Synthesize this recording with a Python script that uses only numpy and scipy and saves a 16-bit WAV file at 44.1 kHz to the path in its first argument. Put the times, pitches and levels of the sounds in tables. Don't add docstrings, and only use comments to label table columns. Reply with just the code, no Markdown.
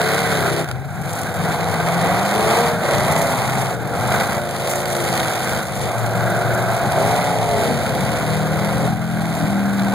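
import sys
import numpy as np
from scipy import signal
from scipy.fft import rfft, irfft, next_fast_len
from scipy.io import wavfile

SR = 44100
rng = np.random.default_rng(int(sys.argv[2]) if len(sys.argv) > 2 else 0)


def log_audio(samples):
    frames = np.atleast_2d(samples).T
    limited = np.clip(frames, -1, 1)
    pcm = np.round(limited * 32767).astype(np.int16)
    wavfile.write(sys.argv[1], SR, pcm)


N = 438348
PADDED = next_fast_len(N, real=True)
LOG_BINS = np.log(np.maximum(np.arange(PADDED // 2 + 1), 1) * SR / PADDED)


def undb(db):
    return 10 ** (np.asarray(db) / 20)


def unit_rms(x):
    return x / np.sqrt(np.mean(x ** 2))


def along(table):
    hz, *columns = np.transpose(table)
    return [np.interp(LOG_BINS, np.log(hz), c) for c in columns]


def colour(x, eq):
    gain = unit_rms(undb(along(eq)[0]))
    return irfft(rfft(x, PADDED) * gain, PADDED)[..., :N]


def ride(fader):
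    return np.interp(np.arange(N) / SR, *np.transpose(fader))


def walk(rate, size):
    at = np.arange(size) * rate / SR
    points = int(at[-1]) + 2
    return 1.2 * np.interp(at, np.arange(points), rng.standard_normal(points))


def turbulence():
    return rng.standard_normal((2, N))


def far_cars():
    fader = [(0.0, -21.5), (0.2, -21), (0.45, -23), (0.72, -26.5), (1.19, -18.5), (1.5, -17.5), (1.9, -21),
             (2.3, -18.5), (2.6, -21.5), (2.75, -15.5), (2.9, -18), (3.1, -18.5), (3.4, -20), (3.8, -18),
             (4.1, -18.5), (4.59, -32), (5.23, -21.5), (5.6, -24.5), (6.0, -20), (6.45, -15), (6.7, -19),
             (6.87, -11.5), (6.95, -23), (7.56, -25), (8.0, -17), (8.25, -26), (8.8, -21), (8.94, -17),
             (9.05, -25), (9.38, -19), (9.5, -16.5), (9.94, -23)]
    eq = [(30, -28), (50, -11), (80, 6.5), (120, 12), (190, 6), (240, -4), (400, -21), (800, -12),
          (1600, -79)]
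    return colour(turbulence() * undb(ride(fader) + 2 * walk(9, N)), eq)


def dirt_spray(crackle):
    fader = [(0, -39), (0.7, -33), (1.2, -18), (2.2, -56), (3.2, -20.5), (3.8, -25), (4.4, -23.5),
             (4.6, -31), (4.72, -15), (4.9, -19.5), (5.15, -25), (5.3, -26), (5.6, -22.5), (6.2, -25),
             (7, -26), (8, -48), (9, -32), (9.94, -29)]
    eq = [(3000, -25), (6000, -2), (9500, -1), (12500, -5), (15500, -14)]
    grains = undb(ride(fader) + 4 * walk(120, N) + walk(12, N))
    return colour(turbulence() * np.sqrt(crackle) * grains, eq)


def pipe_ring(rasp):
    fader = [(0.0, -30), (0.45, -29.5), (0.83, -45), (1.19, -35.5), (2.5, -32.5), (3.84, -37.5),
             (4.18, -30), (4.57, -41), (5.12, -34), (5.59, -32), (5.67, -44), (6.28, -30.5), (7.28, -35.5),
             (7.36, -42), (7.69, -35), (8.83, -36.5), (9.0, -40), (9.94, -34)]
    eq = [(900, -18.5), (1250, -8), (1420, 0), (1520, -1), (1620, -2.5), (1750, -12.5), (2100, -18.5),
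          (3300, -20.5), (3900, -15.5), (4400, -23), (5500, -27)]
    return colour(turbulence() * undb(ride(fader) + 1.7 * rasp), eq)


def pops_and_ticks():
    hits = [(0.2912, -37), (0.408, -36), (0.4953, -28), (0.644, -29), (0.688, -26), (0.713, -18.5),
            (1.233, -28), (2.5105, -24), (2.9826, -21), (3.005, -22), (3.873, -41), (3.9518, -31),
            (4.3134, -34), (4.564, -25), (4.621, -28), (4.6752, -23), (4.7357, -24), (4.8558, -19),
            (4.9261, -31), (4.9511, -25), (5.088, -18), (5.1386, -26), (5.153, -22), (5.201, -21),
            (5.247, -25), (5.282, -17), (6.8611, -33), (7.366, -35), (7.4274, -31)]
    decay_s = .0014
    out = np.zeros(N)
    for at, db in hits:
        start = int(at * SR)
        t = np.arange(min(2000, N - start)) / SR
        out[start:start + len(t)] += undb(db) * np.exp(-t / decay_s)
    return out


def exhaust_gas(buzz, roar, crackle, rasp):
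    roar_eq = [(80, -32), (200, 10), (300, -2.5), (450, 3.5), (580, 2), (700, 7.5), (850, -3), (1050, -5),
               (1300, -8), (1550, -22), (1750, -20), (2000, -7), (2500, -10), (3200, -22.5), (5000, -29.5)]
    crackle_eq = [(800, -100), (1800, 4.5), (2400, 1.5), (3100, 2.5), (3900, 2), (4600, -0.5), (5500, -4.5),
                  (6800, -2.5), (8000, -3.5), (10000, -1), (12500, -8.5), (15500, -16)]
    crack_eq = [(200, -12), (700, -3), (1400, 17), (2200, -14), (3500, -26), (6000, -34)]
    pops = pops_and_ticks()
    body_noise, top_noise = turbulence(), turbulence()
    body = colour(undb(-6.5) * (buzz + body_noise * roar * undb(1.9 * rasp)), roar_eq)
    cracks = colour(undb(-3.5) * body_noise * pops, crack_eq)
    top = colour(top_noise * (undb(-.5) * crackle + undb(-1) * pops), crackle_eq)
    return body + cracks + top


def engine_note(tone):
    eq = [(60, 0), (150, 0), (250, -2), (400, -1), (550, 1), (680, 0), (800, -2.5), (950, -7), (1200, -3)]
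    tilted = undb(24) * signal.lfilter([.007], [1, -.993], tone)
    return irfft(rfft(tilted, PADDED) * undb(along(eq)[0]), PADDED)[:N]


def engine_order(cycle, k, db):
    if db <= -40:
        return 0
    wobble_db, drift_db = 3.2, 2
    depth = min(k / 16, 1) * np.clip(.4 - db / 10, .4, 1)
    waver_db = wobble_db * walk(k, len(cycle)) + drift_db * walk(7, len(cycle))
    return undb(db + depth * waver_db) * np.sin(2 * np.pi * (k * cycle + rng.random()))


def throttle_burst(levels, speed, crackle_db, orders, firings):
    jitter, scatter_db, puff_decay = .003, 2, .92
    times, *columns = np.transpose(levels)
    start, stop = int(max(times[0], 0) * SR), min(int(times[-1] * SR), N)
    t = np.arange(start, stop) / SR
    hz = np.interp(t, *np.transpose(speed))
    low_db, high_db, roar_db = (np.interp(t, times, c) for c in columns)
    since_start = t - t[0] + (t[0] < .05)
    until_end = t[-1] - t + (stop > N - .05 * SR)
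    fade = np.clip(np.minimum(since_start, until_end) / .04, 0, 1)
    cycle = np.cumsum(hz * (1 + jitter * walk(30, len(t)))) / SR
    partials = [engine_order(cycle, k, db) for k, db in orders]
    tone = fade * (undb(low_db) * sum(partials[:11]) + undb(high_db) * sum(partials[11:]))
    firing, phase = np.divmod(8 * cycle, 1)
    firing = firing.astype(int)
    puff_db = np.take(firings, firing, mode="wrap") + scatter_db * rng.standard_normal(1000)[firing]
    gas = fade * undb(roar_db)
    roar = gas * unit_rms(undb(puff_db / 2) * np.exp(-phase / (3 * puff_decay)))
    crackle = gas * undb(crackle_db) * unit_rms(undb(puff_db) * np.exp(-phase / puff_decay))
    upper_orders = np.exp(2j * np.pi * rng.random(65)) * (np.arange(65) > len(orders))
    wavetable = unit_rms(irfft(upper_orders, 2048))
    buzz = np.interp(cycle % 1, np.arange(2048) / 2048, wavetable)
    buzz *= gas * undb(.5) * np.sqrt(128 * hz / SR)
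    return start, tone, buzz, roar ** 2, crackle ** 2


def near_cars():
    # t/s, orders 1-11 level/dB, higher orders level/dB, roar level/dB
    raspy = [
        [(0.0, -33, -29, -22.5), (0.12, -32.5, -31, -21), (0.25, -34, -32.5, -22.5), (0.37, -30, -30, -22),
         (0.49, -33, -31.5, -23.5), (0.62, -30, -32, -25.5), (0.68, -37, -55, -40)],
        [(1.5, -50, -51, -37), (1.6, -46, -37, -22.5), (1.8, -45, -41, -21.5), (1.9, -38, -43, -44)],
        [(1.92, -37, -40, -25), (2.06, -47, -46, -22.5), (2.25, -45, -38, -19)],
        [(2.8, -44, -32.5, -34), (2.94, -25, -28.5, -27), (3.06, -30, -31, -17.5), (3.21, -28, -27.5, -19),
         (3.3, -31.5, -32, -22.5), (3.4, -30, -44, -41)],
        [(3.7, -35, -42, -40), (3.94, -51, -38, -26.5), (4.09, -29, -36, -20.5), (4.2, -32, -34, -18.5),
         (4.27, -34, -40, -22.5), (4.42, -33, -31, -22)],
        [(4.38, -34, -36, -32), (4.52, -35.5, -37.5, -28.5), (4.68, -37, -31.5, -24.5),
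         (4.85, -37, -33.5, -26.5), (5.05, -35, -34.5, -24), (5.18, -38, -36, -21), (5.29, -51, -38, -24),
         (5.41, -40, -39, -24.5), (5.58, -31, -37, -24), (5.64, -40, -43.5, -30.5), (5.9, -31, -34.5, -25)],
        [(6.9, -30, -42, -39), (7.02, -31, -25, -30), (7.07, -26, -27.5, -24), (7.14, -32, -25, -26.5),
         (7.28, -28.5, -26.5, -24), (7.38, -31.5, -27.5, -27.5), (7.47, -37, -27, -26),
         (7.63, -30, -25.5, -24.5), (7.76, -27, -34.5, -28.5), (7.95, -43, -34.5, -35)],
        [(7.91, -45, -34, -29), (8.06, -32, -38, -27), (8.19, -29, -37.5, -29.5), (8.45, -50, -35, -35),
         (8.66, -30, -34, -26.5), (8.9, -28, -33.5, -28)],
    ]
    climber = [
        [(0.66, -32, -44, -24), (0.78, -31, -47, -47), (0.93, -34, -62, -49), (1.06, -38, -44, -29.5),
         (1.16, -43, -41, -26.5), (1.33, -37, -42, -30), (1.43, -25, -36, -24), (1.55, -34, -39, -22),
         (1.68, -33, -46, -45), (1.87, -29, -35.5, -19.5), (2.03, -25.5, -35, -21.5), (2.15, -29, -35, -20.5),
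         (2.28, -30, -33.5, -20), (2.42, -30.5, -29, -18), (2.55, -33, -31, -17.5), (2.63, -32, -30, -15)],
        [(2.4, -43, -41, -30), (2.5, -43, -31, -23), (2.59, -30, -26.5, -19), (2.68, -36, -30, -17),
         (2.78, -35, -34.5, -28.5), (2.84, -36, -36, -20.5), (2.95, -46, -53, -17.5), (3.15, -55, -55, -34)],
    ]
    droner = [
        [(3.25, -61, -48, -24.5), (3.36, -33, -37, -19), (3.6, -30, -33.5, -21.5), (3.71, -38, -34, -24),
         (3.8, -35, -52, -44)],
        [(5.85, -50, -29, -22.5), (5.97, -30, -34, -26), (6.35, -30, -27, -25), (6.61, -30.5, -29.5, -25.5),
         (6.72, -28.5, -33, -22.5), (6.87, -43, -31, -23), (6.98, -31.5, -30, -20.5), (7.12, -32.5, -50, -20.5),
         (7.33, -38, -56, -32), (7.47, -26, -39, -21)],
    ]
    pusher = [
        [(7.45, -33, -47, -33), (7.69, -37, -26, -26), (7.81, -37, -32, -26), (8.05, -31, -30.5, -25.5),
         (8.17, -38, -29.5, -27), (8.31, -28, -39, -25.5), (8.52, -28.5, -32, -28.5), (8.62, -29, -38, -28),
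         (8.72, -33, -43, -29.5), (8.9, -27, -32, -28.5), (8.98, -31.5, -35, -36), (9.18, -27, -32.5, -31),
         (9.38, -32.5, -32, -27), (9.48, -21, -24, -31)],
        [(9.43, -26, -30, -23.5), (9.53, -18.5, -28.5, -27.5), (9.65, -19.5, -31, -31.5),
         (9.94, -18.5, -28, -24)],
    ]
    # t/s, f/Hz
    raspy_speed = [(0.0, 32.66), (0.19, 35.75), (0.29, 35.46), (0.39, 33.06), (0.47, 31.2), (0.6, 31.9),
                   (0.68, 31.3), (1.5, 22.96), (1.9, 22.55), (1.92, 30.29), (2.0, 31.45), (2.08, 31.83),
                   (2.25, 30.1), (2.8, 27.3), (2.95, 28.0), (3.14, 31.42), (3.23, 32.12), (3.4, 30.8),
                   (3.7, 22.63), (4.09, 24.55), (4.27, 27.26), (4.37, 27.42), (4.56, 26.8), (4.85, 27.95),
                   (5.13, 25.55), (5.25, 25.29), (5.48, 25.23), (5.9, 24.37), (6.9, 28.49), (7.09, 33.04),
                   (7.19, 34.46), (7.28, 34.95), (7.4, 34.2), (7.62, 31.95), (7.76, 29.17), (7.93, 24.9),
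                   (8.04, 24.07), (8.33, 23.5), (8.6, 25.3), (8.9, 25.69)]
    climber_speed = [(0.66, 14.62), (0.93, 18.6), (1.06, 21.01), (1.16, 21.6), (1.33, 20.72), (1.56, 20.55),
                     (1.87, 20.8), (2.03, 22.0), (2.15, 23.16), (2.26, 24.85), (2.39, 26.1), (2.47, 27.5),
                     (2.6, 29.5), (2.71, 29.4), (2.8, 29.2), (2.95, 31.4), (3.15, 34.0)]
    droner_speed = [(3.25, 22.83), (3.54, 26.4), (3.63, 26.5), (3.8, 23.14), (5.85, 22.73), (6.12, 23.27),
                    (6.35, 23.3), (6.61, 23.77), (6.72, 23.68), (6.87, 23.33), (7.12, 23.3), (7.47, 22.51)]
    pusher_speed = [(7.45, 14.55), (8.31, 19.54), (8.56, 19.55), (8.68, 20.2), (8.8, 21.0), (8.9, 21.3),
                    (9.04, 21.22), (9.38, 20.74), (9.48, 20.0), (9.6, 19.82), (9.94, 19.7)]
    # multiple of the cycle, level/dB
    raspy_voice = [(1, -47), (2, -29), (3, -13), (4, -18), (5, -4), (6, -16), (7, -14), (8, -8), (9, -26),
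                   (10, -15), (11, -16), (12, -15), (13, -5.5), (14, -18.5), (15, -13), (16, -10),
                   (17, -7.5), (18, -7.5), (19, -9.5), (20, -8.5), (21, 1.5), (22, -10), (23, -9.5),
                   (24, -6.5), (25, -13), (26, -8), (27, -9), (28, -7)]
    turned = [(1, -32), (2, -27), (3, -11), (4, -4), (5, 0), (6, -10), (7, -13), (8, -7.5), (9, -14),
              (10, -12), (11, -3.5), (12, -10), (13, 1.5), (14, -14), (15, -9), (16, -5), (17, -6.5),
              (18, -16), (19, -4), (20, -16), (21, -0.5), (22, -6.5), (23, -12), (24, -24), (25, -10),
              (26, -29)]
    labouring = [(1, -47), (2, -24), (3, -11), (4, -6), (5, -1.5), (6, -6), (7, -11), (8, -3.5), (9, -7.5),
                 (10, -18), (11, -17), (12, -23), (13, -4), (14, -26), (15, -12), (16, -13.5), (17, -7),
                 (18, -9.5), (19, -3), (20, -8.5), (21, -1.5), (22, -6), (23, -8), (24, -4.5), (25, -5.5),
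                 (26, -0.5), (27, -14), (28, -14)]
    climber_voice = [(1, -45), (2, -31), (3, -28), (4, -26), (5, -10.5), (6, -16), (7, -8.5), (8, 0),
                     (9, -33), (10, -32), (11, -31), (12, -11), (13, -11.5), (14, -14), (15, -18), (16, -6),
                     (17, -10), (18, -43), (19, -14), (20, -27), (21, -4.5), (22, -45.5), (23, -7), (24, 0),
                     (25, -22), (26, -25), (27, -9), (28, -23)]
    topped = [(1, -45), (2, -33), (3, -18), (4, -17), (5, -11), (6, -5), (7, -22), (8, 1), (9, -25),
              (10, -28), (11, -17), (12, -16), (13, -21), (14, -20), (15, -27), (16, -1), (17, -14),
              (18, -19), (19, -19), (20, -13), (21, 0), (22, -5), (23, -10), (24, -1), (25, -11), (26, -4),
              (27, -5), (28, -12)]
    droner_voice = [(1, -50), (2, -33), (3, -36), (4, -30), (5, 1), (6, -12), (7, -24), (8, -6.5), (9, -41),
                    (10, -32), (11, -43), (12, -25), (13, -21), (14, -15), (15, -11.5), (16, -9.5),
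                    (17, -20.5), (18, -68.5), (19, -12), (20, -12.5), (21, -11), (22, -12), (23, -10.5),
                    (24, -14), (25, -8), (26, -8.5), (27, -17), (28, -3), (29, -4.5), (30, -4)]
    pusher_voice = [(1, -46), (2, -33), (3, -37), (4, -14), (5, -12), (6, -6.5), (7, -61.5), (8, 2),
                    (9, -51), (10, -1), (11, -45), (12, -5), (13, -45), (14, -5), (15, -32), (16, -12),
                    (17, -20), (18, -43), (19, -21), (20, -20.5), (21, -23), (22, -58), (23, -44),
                    (24, -24), (25, -50), (26, -21), (27, -76), (28, -15), (29, -98), (30, -8)]
    loaded = [(1, -50), (2, -56), (3, -37), (4, -49), (5, -46), (6, -19.5), (7, -31), (8, -37), (9, -45.5),
              (10, -2.5), (11, -33), (12, -10), (13, -23), (14, -7), (15, -17), (16, -12), (17, -35),
              (18, -19), (19, -19), (20, -43), (21, -32), (22, -21), (23, -45.5), (24, -19), (25, -38),
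              (26, -34), (27, -34), (28, -14), (29, -42), (30, -25)]
    firing_patterns = [
        [0, -4, -1, -5, 0, -3, -5, -2],
        [0, -2, -1, -3, 0, -2, -1, -3],
        [0, -4, -2, -5, -1, -3, -5, -1],
        [0, -4, -1, -4, 0, -5, -1, -4],
    ]
    crackle_trims = dict(raspy=[-6.5, -12, -26, -11.5, -11.5, -7, -7.5, -10.5], climber=[-10.5, -11],
                     droner=[-11.5, -12.5], pusher=[-8, -10.5])
    raspy_voices = [turned] + [raspy_voice] * 3 + [labouring] * 2 + [raspy_voice] * 2
    fleet = [("raspy", raspy, raspy_speed, raspy_voices),
             ("climber", climber, climber_speed, [climber_voice, topped]),
             ("droner", droner, droner_speed, [droner_voice] * 2),
             ("pusher", pusher, pusher_speed, [pusher_voice, loaded])]
    stems = np.zeros((4, N))
    for (name, bursts, speed, voices), firings in zip(fleet, firing_patterns):
        for levels, crackle_db, orders in zip(bursts, crackle_trims[name], voices):
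            start, *parts = throttle_burst(levels, speed, crackle_db, orders, firings)
            stems[:, start:start + len(parts[0])] += parts
    tone, buzz, roar_power, crackle_power = stems
    return tone, buzz, np.sqrt(roar_power), np.sqrt(crackle_power)


def scene():
    tone, buzz, roar, crackle = near_cars()
    roar, crackle = np.hypot(roar, undb(-31.5)), np.hypot(crackle, undb(-55.5))
    rasp = walk(110, N)
    background = far_cars() + dirt_spray(crackle) + pipe_ring(rasp)
    return background + exhaust_gas(buzz, roar, crackle, rasp) + engine_note(tone)


def record(dry):
    port = [(30, 0, -.1, .99), (65, 1.3, -.22, 1), (120, .6, -.14, 1), (220, .6, -.05, 1),
            (350, 2.4, -.2, .99), (440, 0, -.5, .98), (520, -3.5, 0, .99), (620, -1.5, .25, .99),
            (800, 2.5, .1, .97), (1000, -2, -.5, .8), (1500, 1, -.8, .6), (2200, 5, -1.2, .8),
            (3000, -3, 0, .3), (6000, -4, 0, .08), (15000, -4, 0, 0)]
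    lag_samples, widen_share, top_hz = 16, .995, 15560
    db, phase, alike = along(port)
    alike = np.clip(alike, 0, .995)
    spectra = rfft(dry, PADDED)
    blend = alike * spectra[0] + np.sqrt(1 - alike ** 2) * spectra[1]
    second = irfft(undb(db) * np.exp(1j * phase) * blend, PADDED)[:N]
    ports = np.array([dry[0], second])
    late = np.pad(ports[::-1], ((0, 0), (lag_samples, 0)))[:, :N]
    high_cut = signal.ellip(10, .2, 80, top_hz, fs=SR, output="sos")
    return signal.sosfilt(high_cut, ports - widen_share * late)


dry = scene()
out = record(dry)
log_audio(out)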